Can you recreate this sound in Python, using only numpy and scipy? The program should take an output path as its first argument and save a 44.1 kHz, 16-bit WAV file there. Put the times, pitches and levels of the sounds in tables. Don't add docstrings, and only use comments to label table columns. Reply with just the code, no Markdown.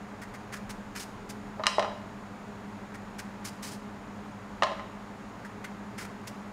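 import sys
import numpy as np
from scipy import signal
from scipy.fft import rfft, irfft
from scipy.io import wavfile

SR = 44100
rng = np.random.default_rng(int(sys.argv[2]) if len(sys.argv) > 2 else 0)


def wrap_up_sound(samples):
    columns = np.atleast_2d(samples).T
    tamed = np.clip(columns, -1, 1)
    steps = np.round(tamed * 32767).astype(np.int16)
    wavfile.write(sys.argv[1], SR, steps)


N = 287664

# frequency in Hz, relative spectral density in dB.
AIR_SPECTRUM = [(15, -45), (28, -10), (60, -11.5), (110, -10), (170, -7), (260, -6), (450, -11.5),
                (950, -9.5), (1500, -15), (2100, -20), (3100, -28), (5500, -34.5), (9000, -41.5),
                (15500, -51)]
# centre in Hz, width in Hz, gain in dB.
ROOM_RESONANCES = [(42.6, 14, 3), (72, 21, -3), (120, 18, 7.5), (210, 36, 4.5), (293, 21, 3.5),
                   (342, 36, -5.5), (411, 21, 4.5), (6870, 950, 6.5)]
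# time in seconds, rms level in dB.
HAND_RUMBLE = [(0, -63), (.7, -55), (1.3, -58), (2.2, -60), (6.5, -63)]
HUM_TONES_HZ = [99.3, 103.6, 195.4, 207.2, 390.8, 414.4]
HUM_LEVELS_DB = [-59, -58.5, -51.5, -49, -66.5, -61]
# start in seconds, length in seconds, fizz gain in dB, crunch gain in dB.
STROKES = [(0.214, 0.02, -49, -43.5), (0.337, 0.015, -48.5, -41.5), (0.52, 0.055, -45, -42),
           (0.692, 0.017, -41, -39.5), (0.95, 0.034, -40.5, -40.5), (0.991, 0.045, -42, -53),
           (1.29, 0.018, -42, -56), (2.939, 0.017, -51.5, -43.5), (3.182, 0.021, -42.5, -41.5),
           (3.443, 0.044, -39, -48), (3.623, 0.13, -40, -56), (5.444, 0.024, -57, -43.5),
           (5.64, 0.012, -45.5, -36), (5.976, 0.078, -44, -39.5), (6.269, 0.017, -42, -52)]
# frequency in Hz, relative spectral density in dB.
CELL_SPECTRUM = [(500, -16), (1000, -5), (2000, -2.5), (3800, -4.5), (5250, 0), (5750, -2.5), (6300, -1.5),
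                 (7800, -4.5), (9500, -5.5), (12000, -12), (15500, -17)]
# frequency in Hz, time to fall 60 dB in seconds.
ROOM_DECAY = [(200, 0.78), (1000, 0.56), (3000, 0.67), (7000, 0.48), (14000, 0.48)]
# frequency in Hz, relative level in dB.
KNOCK_SPECTRUM = [(150, -16), (350, 3.5), (480, -2), (650, 4.5), (1000, -4), (1250, 0), (1550, -7),
                  (1850, -8), (2400, -9), (3000, -10), (3700, -9.5), (5300, -11.5), (8500, -17),
                  (11000, -22.5), (16000, -29)]
# frequency in Hz, relative level in dB, time to fall 60 dB in seconds.
PLATE_MODES = [(585, -4, 0.12), (634, 1.5, 0.094), (884, -8.5, 0.093), (1040, -3, 0.22), (1147, -6.5, 0.07),
               (1216, -1, 0.069), (1687, -11, 0.075), (1782, -9.5, 0.053), (2073, -16.5, 0.061),
               (2200, -30, 0.11), (2554, -19, 0.09), (2863, -11.5, 0.071), (2800, -16, 0.038),
               (2984, -16.5, 0.13), (3840, -14, 0.11), (4080, -11, 0.075), (4330, -20.5, 0.11),
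               (5280, -9.5, 0.064), (5770, -25, .09), (6600, -22, .18), (8608, -24, 0.083)]
# start in seconds, gain in dB, lower cutoff in Hz, upper cutoff in Hz.
PLATE_TAPS = [(1.596, 0, 580, 855), (1.637, 0, 950, 2930), (1.6585, -2, 950, 3000),
              (1.668, 11.5, 1130, 6600), (1.8255, -3, 380, 3200), (1.846, -4.5, 342, 2600),
              (1.914, -11, 500, 1102), (4.668, -7, 600, 2600), (4.717, -7, 650, 2100),
              (4.7955, -9, 650, 2000)]
# start in seconds, gain in dB, lower cutoff in Hz,
# upper cutoff in Hz, delay of the plate's recoil in seconds, gain of the recoil in dB.
SLICE_LANDINGS = [(1.783, 9.5, 487, 780, .0121, -1), (4.6232, 10, 610, 2130, 0.011, 4.5)]


def amp(db):
    return 10 ** (np.asarray(db) / 20)


def unit_rms(x):
    return x / np.sqrt(np.mean(x ** 2) + 1e-20)


def curve_at(points, hz):
    point_hz, values = np.transpose(points)
    return np.interp(np.log(hz + 1), np.log(point_hz + 1), values)


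def add(mix, start_s, sound):
    part = mix[max(round(start_s * SR), 0):][:len(sound)]
    part += sound[:len(part)]


def impulse(spectrum, size=2048):
    log_gain = np.log(amp(curve_at(spectrum, abs(np.fft.fftfreq(size, 1 / SR)))))
    response = np.exp(np.conj(signal.hilbert(log_gain)))
    click = np.fft.ifft(response).real[:size // 2]
    return click / np.linalg.norm(click)


def rolloff(x, hz, kind, order=2):
    return signal.sosfilt(signal.butter(order, min(hz, SR / 2 - 1), kind, fs=SR, output="sos"), x)


def drift(rate_hz):
    hz = np.fft.rfftfreq(N, 1 / SR)
    return unit_rms(irfft(rfft(rng.standard_normal(N)) * np.exp(-(hz / rate_hz) ** 2), N))


def pops(per_s, spread_db):
    sizes = amp(spread_db * np.minimum(rng.exponential(1, N), 4)) * rng.choice([-1, 1], N)
    return unit_rms(sizes * (rng.random(N) < per_s / SR))


def air_and_hands(rush_db=-45, flutter_db=-0.16):
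    hz = np.fft.rfftfreq(N, 1 / SR)
    resonance_db = sum(db * np.exp(-(2 * (hz - centre) / width) ** 2)
                       for centre, width, db in ROOM_RESONANCES)
    colour = amp(curve_at(AIR_SPECTRUM, hz) + resonance_db)
    rush = unit_rms(irfft(rfft(rng.standard_normal(N)) * colour, N))
    bass = rolloff(rng.standard_normal(N), 53, "low", order=4)
    rumble = unit_rms(rolloff(bass, 24, "high"))
    rumble_db = np.interp(np.arange(N) / SR, *np.transpose(HAND_RUMBLE))
    return amp(rush_db + flutter_db * drift(rate_hz=17)) * rush + amp(rumble_db) * rumble


def mains_and_motors(waver_db=1.37, slip_cycles=0.015):
    t = np.arange(N) / SR
    hum = np.zeros(N)
    for hz, db in zip(HUM_TONES_HZ, HUM_LEVELS_DB):
        cycles = hz * t + rng.random() + slip_cycles * drift(rate_hz=2.2)
        peak = np.sqrt(2) * amp(db + waver_db * drift(rate_hz=1.8))
        hum += peak * np.sin(2 * np.pi * cycles)
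    return hum


def crunch(tears, fizz_db, centre_hz=1730, full_width_hz=1200, full_push_db=-42, halving_db=8.5):
    width_hz = full_width_hz * 2 ** (min(fizz_db - full_push_db, 0) / halving_db)
    band_hz = [max(centre_hz - width_hz / 2, 100), centre_hz + width_hz / 2]
    resonance = signal.butter(2, band_hz, "band", fs=SR, output="sos")
    return unit_rms(signal.sosfilt(resonance, tears))


def cutting(bite_s=0.01, stop_s=0.01, ease_db=15.5, ease_s=0.11, crunch_fade_db_per_s=44, catch_db=2):
    t = np.arange(SR // 4) / SR
    fizz_envelope, flesh = np.zeros(N), np.zeros(N)
    tears = pops(per_s=2900, spread_db=2.5)
    for start_s, length_s, fizz_db, crunch_db in STROKES:
        bite = np.minimum(t / bite_s, 1) ** 0.81
        ease = amp(-ease_db * (1 - np.exp(-t / ease_s)))
        stop = np.exp(-np.maximum(t - length_s, 0) / stop_s)
        push = bite * ease * stop
        add(fizz_envelope, start_s, amp(fizz_db) * push)
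        stroke_tears = np.roll(tears, rng.integers(N))[:len(t)]
        crunch_envelope = amp(crunch_db - crunch_fade_db_per_s * t) * push
        add(flesh, start_s, crunch_envelope * crunch(stroke_tears, fizz_db))
    bursts = fizz_envelope * pops(per_s=11000, spread_db=2.0)
    fizz = signal.oaconvolve(bursts, impulse(CELL_SPECTRUM))[:N]
    catch_and_slip = amp(catch_db * drift(rate_hz=110))
    return (fizz + flesh) * catch_and_slip


def kitchen_echo(x, build_up_s=0.0042):
    hz, frame_s, spectra = signal.stft(rng.standard_normal(SR), SR, nperseg=256)
    decay = amp(-60 * frame_s / curve_at(ROOM_DECAY, hz)[:, None])
    tail = signal.istft(spectra * decay, SR)[1]
    t = np.arange(len(tail)) / SR
    tail *= 1 - np.exp(-(t / build_up_s) ** 2)
    return signal.fftconvolve(x, tail / np.linalg.norm(tail))[:N]


def plate_reflections(x, round_trip_s=0.00103, round_trip_gain=0.35, arrivals=4):
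    out = np.zeros(len(x))
    for k in range(arrivals):
        add(out, k * round_trip_s, round_trip_gain ** k * x)
    return out


def plate_impact(db, low_hz, high_hz, ring_db=-29, chatter_db=2, longest_t60_s=0.078, hard_hz=6000):
    t = np.arange(SR // 2) / SR
    chatter_t60_s = longest_t60_s / (1 + amp(db) * high_hz / hard_hz)
    chatter = rng.standard_normal(len(t)) * amp(-60 * t / chatter_t60_s)
    contact = amp(chatter_db) * np.sqrt(chatter_t60_s / longest_t60_s) * chatter / np.linalg.norm(chatter)
    contact[0] = 1
    knock = signal.oaconvolve(contact / np.linalg.norm(contact), impulse(KNOCK_SPECTRUM))[:len(t)]
    couplings = rng.uniform(0.7, 1.2, len(PLATE_MODES)) * rng.choice([-1, 1], len(PLATE_MODES))
    ring = sum(coupling * amp(mode_db - 60 * t / t60) * np.sin(2 * np.pi * hz * t)
               for coupling, (hz, mode_db, t60) in zip(couplings, PLATE_MODES))
    sound = plate_reflections(knock) + amp(ring_db) * ring
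    sound = rolloff(sound, low_hz, "high", order=3)
    return amp(db) * rolloff(sound, high_hz, "low")


def plate_clatter(flop_delay_s=0.00351, flop_db=-7):
    clatter = np.zeros(N)
    for start_s, db, low_hz, high_hz, recoil_s, recoil_db in SLICE_LANDINGS:
        add(clatter, start_s, plate_impact(db, low_hz, high_hz))
        knock_back_s = start_s + recoil_s
        add(clatter, knock_back_s, plate_impact(recoil_db, low_hz=1380, high_hz=4800))
        add(clatter, knock_back_s + flop_delay_s, plate_impact(db + flop_db, low_hz, high_hz=1060))
    for start_s, db, low_hz, high_hz in PLATE_TAPS:
        add(clatter, start_s, plate_impact(db, low_hz, high_hz))
    return clatter


def scene(cut_echo_db=-13, plate_echo_db=-8):
    cuts, clatter = cutting(), plate_clatter()
    echo = kitchen_echo(amp(cut_echo_db) * cuts + amp(plate_echo_db) * clatter)
    return (cuts + clatter + echo + mains_and_motors() + air_and_hands())[None]


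def record(dry, low_hz=24, high_hz=15720):
    heard = rolloff(dry, low_hz, "high")
    low_pass = signal.firwin(511, high_hz, window=("kaiser", 9), fs=SR)
    return signal.oaconvolve(heard, low_pass[None], "same")


dry = scene()
out = record(dry)
wrap_up_sound(out)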